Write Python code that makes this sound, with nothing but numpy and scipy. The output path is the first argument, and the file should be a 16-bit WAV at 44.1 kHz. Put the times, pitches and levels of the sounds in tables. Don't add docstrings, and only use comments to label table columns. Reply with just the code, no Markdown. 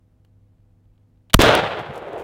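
import sys
import numpy as np
from scipy import signal
from scipy.fft import rfft, irfft, next_fast_len
from scipy.io import wavfile
from scipy.ndimage import map_coordinates

SR = 44100
rng = np.random.default_rng(int(sys.argv[2]) if len(sys.argv) > 2 else 0)


def wav_record(signal):
    frames = np.transpose(np.atleast_2d(signal))
    bounded = np.clip(frames, -1, 1)
    quanta = np.round(bounded * 32767).astype(np.int16)
    wavfile.write(sys.argv[1], SR, quanta)


N = 98387

# (frequency [Hz], relative level [dB])
CLICK_COLOUR = [(300, -20), (900, -8), (2200, -6), (3050, 1), (4200, -5), (4900, -24), (9000, -27),
                (15000, -42)]


def amp(db):
    return 10 ** (np.asarray(db) / 20)


def unit(x):
    return x / np.sqrt(np.mean(x ** 2) + 1e-20)


def clock():
    return np.arange(N) / SR


def step(age, edge_s):
    return (1 + np.tanh(age / edge_s)) / 2


def wobble(rate):
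    points = rng.standard_normal(int(N * rate / SR) + 4)
    return map_coordinates(points, [clock() * rate])


def filtered(x, response):
    m = next_fast_len(N + 8192)
    spectrum = rfft(x, m) * response(np.fft.rfftfreq(m, 1 / SR))
    return irfft(spectrum, m)[..., :N]


def coloured(x, colour):
    f, db = np.transpose(colour)

    def response(hz):
        return amp(np.interp(np.log(hz + 1), np.log(f + 1), db))

    return unit(filtered(x, response))


def noise(colour):
    return coloured(rng.standard_normal(N), colour)


def grains(rate, share):
    spikes = unit(rng.standard_normal(N) * (rng.random(N) < rate / SR))
    share = np.clip(share, 0, 1)
    return np.sqrt(share) * spikes + np.sqrt(1 - share) * rng.standard_normal(N)


def strikes(rows):
    t = clock()
    return sum((t >= s) * amp(db - 60 * np.abs(t - s) / t60) for s, db, t60 in rows)


def blast():
    # (frequency [Hz], relative level [dB])
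    crack_colour = [(100, -26), (500, -12), (850, 0), (1600, 0), (2300, -5), (3000, -1), (3700, 2.5),
                    (4600, -9), (9000, -18), (15000, -16)]
    shot_s, crack_s, crack_db = 1.3414, .0044, 3.5
    push_end_s, push_db = .0069, 8
    turn_s = .0007
    suction_db, suction_fade_s = 17, .029

    age = clock() - shot_s
    crack = amp(crack_db) * noise(crack_colour) * ((age >= 0) & (age < crack_s))
    turn = step(age - push_end_s - turn_s / 2, turn_s)
    suction = amp(suction_db) * np.exp(-np.abs(age - push_end_s) / suction_fade_s)
    pressure = turn * suction - (1 - turn) * amp(push_db)
    return crack + (age >= crack_s) * pressure


def slaps():
    # (time [s], level [dB], length [s])
    reflections = [(1.3921, 10, .0013), (1.3948, 10, .0016), (1.4035, 3, .0005), (1.4356, 1, .0008),
                   (1.4642, -3, .0007)]
    edge_s = .00007
    t = clock()
    total = 0
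    for s, db, length in reflections:
        total = total + amp(db) * step(t - s, edge_s) * step(s + length - t, edge_s)
    return -total


def echo(shape, colour):
    start, rise, hold, db, fade, dulling = shape
    age = clock() - start
    wash = coloured(grains(rate=900, share=.5), colour)

    hz, t, slices = signal.stft(wash, SR, nperseg=256)
    loss_db = dulling * hz[:, None] / 1000 * np.maximum(t - start - rise, 0)
    wash = signal.istft(slices * amp(-loss_db), SR)[1][:N]

    uneven_db = 1.0 * wobble(50)
    level_db = db - fade * np.maximum(age - rise - hold, 0) + uneven_db
    swell = np.sqrt(np.clip(age / rise, 0, 1))
    return wash * swell * amp(level_db)


def surges():
    # (peak time [s], spread around it [s], centre frequency [Hz], level [dB])
    returns = [(1.63, .015, 135, -30), (1.775, .016, 480, -29), (1.825, .012, 135, -37),
               (1.9, .018, 140, -35), (1.965, .03, 600, -36), (2.133, .007, 460, -29),
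               (2.165, .012, 540, -32)]
    # (ratio to its centre frequency [-], relative level [dB])
    band = [(.25, -40), (.55, -14), (.8, 0), (1.25, 0), (1.8, -14), (4, -36), (10, -70)]
    total = 0
    for s, spread, centre_hz, db in returns:
        swell = np.exp(-((clock() - s) / spread) ** 2 / 2)
        colour = [(centre_hz * ratio, gain_db) for ratio, gain_db in band]
        total = total + amp(db) * swell * noise(colour)
    return total


def woods():
    # (start [s], rise [s], hold [s], level [dB], fade [dB/s], extra treble fade [dB/s per kHz])
    clearing = (1.393, .012, .002, -1, 270, 0)
    near_trees = (1.4, .04, .11, -11, 195, 3)
    deep_woods = (1.45, .1, .03, -20.7, 43, 3.7)
    far_woods = (1.8, .33, .05, -33, 35, 1)
    # (frequency [Hz], relative level [dB])
    clearing_colour = [(40, -28), (120, -10), (350, 2), (800, -3), (1500, -7.5), (2300, -12), (3600, -8),
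                       (5000, -19), (9000, -30), (15500, -38)]
    near_colour = [(30, -32), (60, -17), (126, -5), (250, -12), (350, -6), (570, 0), (750, -3),
                   (1050, -9.5), (1450, -8), (2100, -14), (3600, -14), (4700, -26), (7000, -36),
                   (11000, -45), (15500, -58)]
    deep_colour = [(30, -28), (60, -16), (126, -6), (260, -16), (350, -10), (510, -2), (760, -1),
                   (1050, -7), (1410, -6.5), (2160, -13), (3500, -15), (4500, -26), (5700, -36),
                   (15500, -55)]
    far_colour = [(24, -52), (40, -22), (101, -13), (170, -15), (253, -18), (407, 0), (509, -4), (562, -2),
                  (998, -14), (1600, -19), (3390, -30), (4800, -47), (15500, -61)]

    nearer = echo(clearing, clearing_colour) + echo(near_trees, near_colour)
    farther = echo(deep_woods, deep_colour) + echo(far_woods, far_colour)
    return nearer + farther + surges()


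def gun():
    # (time [s], click level [dB], t60 [s], body level against the click [dB])
    handling = [(.2484, -63, .025, 6), (.9784, -65, .012, -20), (1.2987, -42, .022, -16),
                (1.303, -46, .03, -10)]
    # (time [s], level [dB], t60 [s])
    action = [(1.3335, -16, .014), (1.414, -10, .02), (1.4175, -4.5, .028), (1.5518, -12, .007)]
    # (frequency [Hz], relative level [dB])
    body_colour = [(200, -18), (450, -6), (620, 2), (850, -8), (1300, -7), (2500, -25)]
    action_colour = [(200, -22), (1000, -7), (2200, 0), (3400, 1), (5500, -11), (9000, -8), (13000, -13),
                     (16000, -22)]

    clicks = strikes([row[:3] for row in handling]) * noise(CLICK_COLOUR)
    body_rows = [(s, db + body_db, t60) for s, db, t60, body_db in handling]
    body = strikes(body_rows) * noise(body_colour)
    clacks = strikes(action) * noise(action_colour)
    return clicks + body + clacks


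def debris():
    # (time [s], level [dB], t60 [s])
    landings = [(1.6814, -52, .07), (1.7898, -51, .1), (1.935, -56, .12), (1.9544, -53, .08),
                (1.9769, -51, .05), (2.083, -63, .05), (2.1301, -59, .04), (2.176, -57, .16),
                (2.1954, -57, .18)]
    # (frequency [Hz], relative level [dB])
    leaf_colour = [(500, -10), (3000, 0), (7000, 0), (11000, -4), (16000, -9)]
    # (start [s], rise [s], level [dB], fade [dB/s])
    fine_bits = (1.6, .12, -66, 30)

    start, rise, db, fade = fine_bits
    age = np.maximum(clock() - start, 0)
    patter_level = np.minimum(age / rise, 1) * amp(db - fade * age)
    patter = patter_level * coloured(grains(rate=250, share=.9), leaf_colour)
    crackle = coloured(grains(rate=900, share=.6), leaf_colour)
    return patter + strikes(landings) * crackle


def background():
    # (frequency [Hz], rms level [dB])
    motor_tones = [(100.5, -59), (150.5, -74), (174, -71), (250.5, -71), (325, -78), (424, -85), (502, -80),
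                   (629, -87), (803, -89)]
    # (frequency [Hz], relative level [dB])
    air_colour = [(15, -8), (35, 0), (65, -3), (103, -5), (153, -13), (250, -17), (372, -27), (505, -26),
                  (700, -29), (1000, -34), (2000, -41), (5000, -49), (15500, -54)]
    air_db, leaf_db = -59, -96
    drift = .48

    hum = 0
    for hz, db in motor_tones:
        phase = 2 * np.pi * hz * clock() + drift * wobble(6)
        hum = hum + amp(db) * np.sqrt(2) * np.sin(phase)
    leaves = amp(leaf_db) * coloured(grains(rate=30, share=1), CLICK_COLOUR)
    return hum + leaves + amp(air_db) * noise(air_colour)


def jolt():
    # (start [s], length [s], starting level [dB])
    hiss_spells = [(1.346, .029, -38.5), (1.39, .05, -33)]
    # (frequency [Hz], relative level [dB])
    hiss_colour = [(150, 8), (400, 6), (2000, 0), (6000, -5), (15000, -8)]
    hiss_fade = 250
    thump_s, thump_hz, thump_db, thump_width_s = 1.3712, 52, -10.5, .0052

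    t = clock()
    age = t - thump_s
    bump = np.exp(-(age / thump_width_s) ** 2 / 2)
    thump = amp(thump_db) * np.sin(2 * np.pi * thump_hz * age) * bump
    hiss_level = 0
    for s, length, db in hiss_spells:
        during = (t > s) & (t < s + length)
        hiss_level = hiss_level + amp(db - hiss_fade * np.abs(t - s)) * during
    return thump + hiss_level * noise(hiss_colour)


def scene():
    mid = blast() + slaps() + woods() + gun() + debris() + background()
    return np.array([mid, mid])


def record(dry):
    limit, limit_spread, knee = 1.0, .032, 6
    self_noise_db = -96
    duck, duck_s = 1.35, .009
    low_cut_hz, top_hz = 16, 16200

    limits = limit * (1 + limit_spread * np.array([[-1], [1]]))
    x = dry / (1 + np.abs(dry / limits) ** knee) ** (1 / knee)
    x = x + amp(self_noise_db) * rng.standard_normal((2, N))

    keep = np.exp(-1 / (duck_s * SR))
    power = signal.lfilter([1 - keep], [1, -keep], np.mean(x ** 2, axis=0))
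    x = x / (1 + duck * power)

    low_cut = signal.butter(2, low_cut_hz, "high", fs=SR, output="sos")
    x = signal.sosfilt(low_cut, x) + jolt()
    return filtered(np.clip(x, -1, 1), lambda hz: 1 / (1 + (hz / top_hz) ** 120))


dry = scene()
out = record(dry)
wav_record(out)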